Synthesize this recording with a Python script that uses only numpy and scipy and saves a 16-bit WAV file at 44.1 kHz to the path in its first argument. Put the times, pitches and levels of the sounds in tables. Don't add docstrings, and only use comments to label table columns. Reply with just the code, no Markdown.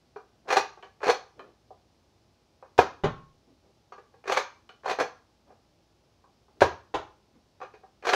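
import sys
import numpy as np
from scipy import signal
from scipy.fft import rfft, irfft, next_fast_len
from scipy.io import wavfile
from scipy.ndimage import uniform_filter1d

SR = 44100
rng = np.random.default_rng(int(sys.argv[2]) if len(sys.argv) > 2 else 0)


def to_wav(s):
    ch = np.atleast_2d(s).T
    pcm = np.round(np.clip(ch, -1, 1) * 32767)
    wavfile.write(sys.argv[1], SR, pcm.astype(np.int16))


N = 359415
TOP_HZ = 15700
LENGTH = 16384
T = np.arange(LENGTH) / SR

# f/Hz, density/dB per Hz
HISS_SPECTRUM = [(12, -42.5), (20, -17.5), (32, -11), (47, -10), (92, -1.5), (191, -8.5), (225, -6.5),
                 (282, -10), (324, -6), (416, -11.5), (614, -11.5), (1770, -25), (5380, -23), (7950, -35),
                 (15500, -44.5)]
HISS_DB = -66.5
# f/Hz, level/dB
HUM_TONES = [(59.2, -78), (823.6, -84.5)]
# f/Hz, t60/s
ROOM_DECAY = [(100, 0.61), (300, 0.25), (700, .31), (1100, .4), (2000, 0.34), (4500, .35), (6300, 0.37),
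              (8000, 0.19), (13000, 0.23)]

# f/Hz, level/dB, t60/s
SHELL_MODES = [(401, -5, 0.078), (499, -3, .055), (760, 0.5, 0.045), (1169, 0, 0.024), (1618, -5, 0.043),
               (2445, -7.5, 0.044), (4280, -8.5, 0.021), (5960, -21.5, 0.081), (6480, -21, 0.05)]
# f/Hz, density/dB per Hz
PLASTIC_SPECTRUM = [(30, -46.5), (70, -27.5), (200, -19.5), (300, -10), (400, -4), (800, 0.5), (1600, -4),
                    (2000, -7), (2500, -10), (3200, -14.5), (4400, -16.5), (6500, -21.5), (8000, -31),
                    (15500, -46)]
# t/s, level/dB, strongest ring f/Hz, treble/dB
SHELL_TAPS = [(.16, -27.5, 901, -10.5), (.773, -37.5, 703, -6.5), (.828, -33.5, 1640, -5),
              (.843, -40, 720, 4), (1.393, -30.5, 1370, -11.5), (1.705, -34.5, 620, -50),
              (2.625, -33.5, 1120, -16), (3.921, -30, 1030, -2), (3.98, -35.5, 410, -7),
              (4.14, -43, 498, -9.5), (4.693, -37.5, 1480, 0.5), (5.503, -41.5, 1100, -23),
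              (6.24, -45, 1060, -22), (6.482, -49.5, 1204, -12), (7.602, -36, 1290, -6.5),
              (7.614, -26, 1000, -2.5), (7.63, -29.5, 1300, -5.5), (7.738, -35.5, 720, -3.5),
              (7.834, -39, 895, -15.5)]

# start t/s, length/s, level/dB, strongest f/Hz
PALM_RUBS = [(0.446, .04, -49.5, 700), (1.34, .17, -43, 514), (3.458, 0.08, -53.5, 331),
             (3.62, .1, -56, 538), (5.457, 0.089, -51.5, 704), (6.549, .06, -56.5, 450),
             (7.331, .06, -53, 218)]
# f/Hz, density/dB per Hz
SKIN_SPECTRUM = [(60, -21), (250, 4), (700, -3), (1400, -12), (3000, -21.5), (8000, -38)]
RUB_FIRMEST = .35

# start t/s, rear stop t/s, slack before start/s, release level/dB, catches level/dB,
# stop level/dB, stop ring f/Hz
SLIDE_PULLS = [(.487, 0.5676, .014, -20, -10, -2.5, 849), (4.276, 4.371, 0.037, -18, -12.5, -6, 993),
               (8.051, 8.133, .027, -18.5, -11, -3.5, 643)]
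# start t/s, breech shut t/s, slack before start/s, slips level/dB, friction level/dB, slam
# level/dB, slam ring f/Hz, rebound level/dB
SLIDE_PUSHES = [(1.030, 1.0881, .026, -23, -25.5, -4.5, 480, -7.5),
                (4.858, 5.0082, .025, -15, -28.5, -7, 425, -26)]
SCRAPE_LEAD_S = .014
PULL_FASTEST, PULL_SLOWED, PULL_FRICTION_DB = .44, .88, -26.5
PUSH_FASTEST_S, PUSH_SLOWED_S = .054, .081
SHUT_SCRAPE_S, SHUT_FRICTION_DB = .015, -30

# share of slack left, level/dB, strongest ring f/Hz, treble/dB, thud/dB
SLACK_KNOCKS = [(0.99, -37, 1830, -6.5, -3.5), (.55, -29.5, 470, -5.5, -3.5)]
# strongest ring f/Hz, treble/dB, thud/dB
PULL_RELEASE_TONE = (670, 5, -5)
# strongest ring f/Hz, treble/dB, thud/dB
PUSH_RELEASE_TONE = (810, -7.5, -12.5)
PUSH_RELEASE_DB = -14
# share of travel, level/dB, strongest ring f/Hz, treble/dB, thud/dB
BACKWARD_CATCHES = [(.21, 0.5, 680, 1.5, -5.5), (.29, -7, 560, -0.5, -7.5), (.465, 2, 620, 10.5, -4),
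                    (0.546, -5, 760, -0.5, -9)]
# t from stop/s, level/dB, treble/dB, thud/dB
REAR_STOP_HITS = [(-.008, -10, 7, -2.5), (0, 0, 6, -2.5), (.0075, -9, 4, -8.5), (.026, -16.5, 0.5, -0.5)]
# t from start/s, level/dB, strongest ring f/Hz, treble/dB, thud/dB
FORWARD_SLIPS = [(.021, -2.5, 700, 1, -3), (.037, 1.5, 790, 7, 6.5), (.051, 1, 760, 6, -9.5)]
# t from shutting/s, level/dB, strongest ring f/Hz, treble/dB, thud/dB
DART_SEATING = [(-.0215, -12.5, 474, -2.5, 4), (-.0095, -12.5, 559.6, 4.5, -0.5)]
SLAM_TREBLE_DB, SLAM_THUD_DB = -8.5, 3.5
# t from shutting/s, level/dB, strongest ring f/Hz, treble/dB, thud/dB
SHUT_BOUNCES = [(.009, 0.5, 699, 9, -4), (.015, -1, 586, -5, -3.5)]

# t/s, level/dB
LATCH_TIMES = [(0.826, -48), (1.394, -50.5), (4.242, -52.5), (4.692, -47.5), (7.629, -55), (8.026, -49.5)]
# f/Hz, level/dB, t60/s
LATCH_MODES = [(2390, -0.5, 0.038), (2990, -6, .03), (4180, -9.5, .025)]

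# trigger t/s, plunger impact t/s, level/dB, strongest ring f/Hz, upper ring f/Hz, thump/dB,
# rebound delay/s, rebound level/dB
SHOT_EVENTS = [(2.7793, 2.788, -7.5, 743, 1700, -1, 0.0027, -8.5),
               (6.607, 6.617, -6.5, 572, 1591, 0, .0055, -9.5)]
# f/Hz, level/dB, t60/s
PLUNGER_MODES = [(80.1, -25.5, .1), (388, -7, 0.048), (557, -9.5, .04), (715, -7, 0.035), (945, -5.5, 0.04),
                 (1400, -13.5, .03), (1610, -16, .045), (1680, -17, .055), (2455, -15.5, 0.034),
                 (4270, -22.5, .03)]
# f/Hz, density/dB per Hz
AIR_SPECTRUM = [(30, -32), (60, -10.5), (110, -7.5), (200, -13.5), (400, 3.5), (1000, -0.5), (1600, -5.5),
                (2100, -12.5), (4500, -21), (6500, -25.5), (8000, -37.5), (15500, -49.5)]

# t/s, level/dB, panel boom/dB, treble/dB
DART_HITS = [(3.036, -15.5, 5, -5.5), (6.9401, -19.5, -1.5, 1.5)]
# f/Hz, level/dB, t60/s
DOOR_MODES = [(161, -13, 0.064), (314, -7.5, 0.024), (470, -12, 0.012), (680, -9, 0.077),
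              (820, -7.5, 0.032), (1085, -23, 0.34)]
# f/Hz, density/dB per Hz
FOAM_SPECTRUM = [(40, -32), (80, -12.5), (170, -10.5), (450, -2), (900, -1.5), (1300, -7), (2100, -17.5),
                 (2600, -17), (3600, -18.5), (5200, -31), (6600, -29.5), (8500, -47), (10500, -43.5),
                 (12000, -58)]


def amp(db):
    return 10 ** (np.asarray(db) / 20)


def unit(x):
    return x / np.sqrt(np.mean(x ** 2) + 1e-20)


def blow(x):
    return x / np.linalg.norm(x) * np.sqrt(SR * .005)


def along(points, hz):
    point_hz, values = np.transpose(points)
    return np.interp(np.log(hz + 1), np.log(point_hz + 1), values)


def near(hz, centre_hz, octaves):
    return np.exp(-.5 * (np.log2((hz + 1) / centre_hz) / octaves) ** 2)


def coloured(x, db_of):
    size = 2 * next_fast_len(len(x))
    gain = amp(db_of(np.fft.rfftfreq(size, 1 / SR)))
    cepstrum = irfft(np.log(gain))
    cepstrum[1:size // 2] *= 2
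    cepstrum[size // 2 + 1:] = 0
    response = np.exp(rfft(cepstrum))
    return irfft(rfft(x, size) * response)[:len(x)]


def decay(t60_s):
    return amp(-60 * T / t60_s)


def puff(envelope, spectrum):
    burst = envelope * rng.standard_normal(LENGTH)
    raw_power = np.abs(rfft(burst, 2 * LENGTH)) ** 2
    power = np.abs(uniform_filter1d(raw_power, size=200)) + 1e-12
    return blow(coloured(burst, lambda hz: along(spectrum, hz) - 10 * np.log10(power)))


def ring(modes, scatter_db, detune):
    chance = rng.standard_normal((len(modes), 2))
    total = np.zeros(LENGTH)
    for k, (hz, db, t60_s) in enumerate(modes):
        level = (-1) ** k * amp(db + scatter_db * chance[k, 0])
        mode_hz = hz * (1 + detune * chance[k, 1])
        total += level * decay(t60_s) * np.sin(2 * np.pi * mode_hz * T)
    return blow(total)


def in_room(x, wet_db):
    hz, frame_s, cells = signal.stft(rng.standard_normal(LENGTH), SR, nperseg=256)
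    fade = amp(-60 * frame_s / along(ROOM_DECAY, hz)[:, None])
    tail = signal.istft(cells * fade, SR, nperseg=256)[1]
    tail = tail * (1 - np.exp(-T / 0.0018)) * (1 + 1.4 * np.exp(-T / 0.031))
    direct = coloured(x, lambda hz: along([(1500, 0), (4000, -4), (9000, -6)], hz))
    reverb = signal.fftconvolve(x, tail / np.linalg.norm(tail))[:LENGTH]
    return direct + amp(wet_db) * reverb


def add(track, t_s, sound):
    part = track[round(t_s * SR):][:len(sound)]
    part += sound[:len(part)]


def background():
    hiss = coloured(rng.standard_normal(N),
                    lambda hz: along(HISS_SPECTRUM, hz) + along([(30, -9.5), (55, -3.0)], hz))
    time_s = np.arange(N) / SR
    hum = sum(amp(db) * unit(np.sin(2 * np.pi * hz * time_s)) for hz, db in HUM_TONES)
    return amp(HISS_DB) * unit(hiss) + amp(1.0) * hum


def shell_hit(ring_hz, treble_db, thud_db, focus_db, focus_octaves, crack_db, crack_t60_s):
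    crack = puff(decay(crack_t60_s), PLASTIC_SPECTRUM)
    hit = ring(SHELL_MODES, scatter_db=2.5, detune=.03) + amp(crack_db) * crack
    hit = hit * (1 - np.exp(-T / 0.0015))
    tone = [(250, thud_db), (400, 0.0066), (1000, 0.003), (3200, treble_db)]
    return blow(coloured(hit, lambda hz: focus_db * near(hz, ring_hz, focus_octaves) + along(tone, hz)))


def taps():
    out = np.zeros(N)
    for t_s, db, ring_hz, treble_db in SHELL_TAPS:
        hit = shell_hit(ring_hz, treble_db, thud_db=-1.0, focus_db=6.0, focus_octaves=0.24,
                        crack_db=-1.0, crack_t60_s=0.024)
        hit = coloured(hit, lambda hz: along([(5000, 1), (9000, -7)], hz))
        add(out, t_s, amp(db - 11) * in_room(hit, wet_db=0.5))
    return out


def stroke(start_s, fastest_s, end_s):
    now_s = start_s + T
    return np.interp(now_s, [start_s, fastest_s, end_s], [0, 1, .45]) * (now_s < end_s)


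def rubs():
    out = np.zeros(N)
    for start_s, length_s, db, ring_hz in PALM_RUBS:
        speed = stroke(start_s, start_s + RUB_FIRMEST * length_s, start_s + length_s)
        rub = coloured(puff(speed, SKIN_SPECTRUM), lambda hz: 10 * near(hz, ring_hz, octaves=.5))
        add(out, start_s, amp(db) * in_room(blow(rub), wet_db=-5.5))
    return out


def scrapes():
    spans = []  # start/s, fastest/s, end/s, friction level/dB
    for start_s, stop_s, *_ in SLIDE_PULLS:
        travel_s = stop_s - start_s
        spans.append((start_s - SCRAPE_LEAD_S, start_s + PULL_FASTEST * travel_s,
                      start_s + PULL_SLOWED * travel_s, PULL_FRICTION_DB))
    for start_s, shut_s, _, _, friction_db, *_ in SLIDE_PUSHES:
        spans.append((start_s - SCRAPE_LEAD_S, start_s + PUSH_FASTEST_S,
                      start_s + PUSH_SLOWED_S, friction_db))
        spans.append((shut_s - SHUT_SCRAPE_S, shut_s, shut_s + SHUT_SCRAPE_S, SHUT_FRICTION_DB))
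    return spans


def slide():
    out = np.zeros(N)
    for start_s, fastest_s, end_s, db in scrapes():
        slips = (rng.random(LENGTH) < 1500 / SR) * rng.random(LENGTH)
        friction = stroke(start_s, fastest_s, end_s) * (slips + .06)
        shell = ring(SHELL_MODES, scatter_db=2.0, detune=0.01)
        hollow = blow(signal.fftconvolve(friction * rng.standard_normal(LENGTH), shell)[:LENGTH])
        scrape = hollow + puff(friction, PLASTIC_SPECTRUM)
        scrape = coloured(scrape, lambda hz: along([(1000, 2.5), (4000, 7)], hz))
        add(out, start_s, amp(db + 6) * in_room(blow(scrape), wet_db=-8.5))
    return out


def pull_contacts():
    hits = []
    for start_s, stop_s, slack_s, release_db, catches_db, stop_db, ring_hz in SLIDE_PULLS:
        travel_s = stop_s - start_s
        hits += [(start_s - share * slack_s, *hit) for share, *hit in SLACK_KNOCKS]
        hits += [(start_s, release_db, *PULL_RELEASE_TONE)]
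        hits += [(start_s + share * travel_s, catches_db + db, *tone)
                 for share, db, *tone in BACKWARD_CATCHES]
        hits += [(stop_s + after_s, stop_db + db, ring_hz, *tone)
                 for after_s, db, *tone in REAR_STOP_HITS]
    return hits


def push_contacts():
    hits = []
    for start_s, shut_s, slack_s, catches_db, _, slam_db, ring_hz, rebound_db in SLIDE_PUSHES:
        hits += [(start_s - share * slack_s, *hit) for share, *hit in SLACK_KNOCKS]
        hits += [(start_s, PUSH_RELEASE_DB, *PUSH_RELEASE_TONE)]
        hits += [(start_s + after_s, catches_db + db, *tone) for after_s, db, *tone in FORWARD_SLIPS]
        hits += [(shut_s + after_s, *hit) for after_s, *hit in DART_SEATING]
        hits += [(shut_s, slam_db, ring_hz, SLAM_TREBLE_DB, SLAM_THUD_DB)]
        hits += [(shut_s + after_s, rebound_db + db, *tone) for after_s, db, *tone in SHUT_BOUNCES]
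    return hits


def clacks():
    out = np.zeros(N)
    for t_s, db, ring_hz, treble_db, thud_db in pull_contacts() + push_contacts():
        hit = shell_hit(ring_hz, treble_db, thud_db, focus_db=4.5, focus_octaves=0.31,
                        crack_db=1.5, crack_t60_s=0.033)
        add(out, t_s, amp(db - 10.0) * in_room(hit, wet_db=-5.0))
    return out


def latch():
    out = np.zeros(N)
    for t_s, db in LATCH_TIMES:
        snap = puff(decay(.008), PLASTIC_SPECTRUM)
        snap = coloured(snap, lambda hz: along([(800, -15), (2500, -1)], hz))
        click = ring(LATCH_MODES, scatter_db=4.5, detune=0.015) + amp(-6.0) * blow(snap)
        add(out, t_s, amp(db) * in_room(blow(click), wet_db=-3.0))
    return out


def shots():
    out = np.zeros(N)
    for trigger_s, impact_s, db, ring_hz, upper_hz, thump_db, delay_s, rebound_db in SHOT_EVENTS:
        rush = puff(decay(.12) * (T < impact_s - trigger_s), PLASTIC_SPECTRUM)
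        rush = blow(coloured(rush, lambda hz: along([(100, 18.0), (400, 3), (900, 1), (4000, 8)], hz)))
        add(out, trigger_s, amp(db - 18.5) * in_room(rush, wet_db=1))

        slam = ring(PLUNGER_MODES, scatter_db=-2, detune=0.0092) * (1 - np.exp(-T / .001))
        slam = coloured(slam, lambda hz: 6 * near(hz, ring_hz, octaves=.15)
                        + 5 * near(hz, upper_hz, octaves=.06))
        slam = coloured(slam, lambda hz: along([(45, -23.5), (75, thump_db), (300, -0.5)], hz))
        add(out, impact_s, amp(db) * in_room(blow(slam), wet_db=-8.5))

        blast = puff(decay(0.062), AIR_SPECTRUM)
        add(out, impact_s, amp(db - 10.5) * in_room(blast, wet_db=-0.5))
        rebound = puff(decay(0.015), AIR_SPECTRUM)
        add(out, impact_s + delay_s, amp(db + rebound_db) * in_room(rebound, wet_db=-3.5))
    return out


def darts():
    out = np.zeros(N)
    for t_s, db, boom_db, treble_db in DART_HITS:
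        slap = puff(decay(0.035), FOAM_SPECTRUM)
        hit = amp(-6) * ring(DOOR_MODES, scatter_db=7.5, detune=0.0044) + slap
        tone = [(200, boom_db), (600, 0.0017), (1500, 0.0048), (9000, treble_db)]
        hit = coloured(hit, lambda hz: along(tone, hz))
        add(out, t_s, amp(db - 13.5) * in_room(hit, wet_db=12))
    return out


def scene():
    handling = taps() + rubs() + latch()
    priming = slide() + clacks()
    firing = shots() + darts()
    return (background() + handling + priming + firing)[None]


def record(dry):
    size = next_fast_len(N + LENGTH)
    keep = np.fft.rfftfreq(size, 1 / SR) < TOP_HZ
    return irfft(rfft(np.clip(dry, -1, 1), size) * keep, size)[:, :N]


dry = scene()
out = record(dry)
to_wav(out)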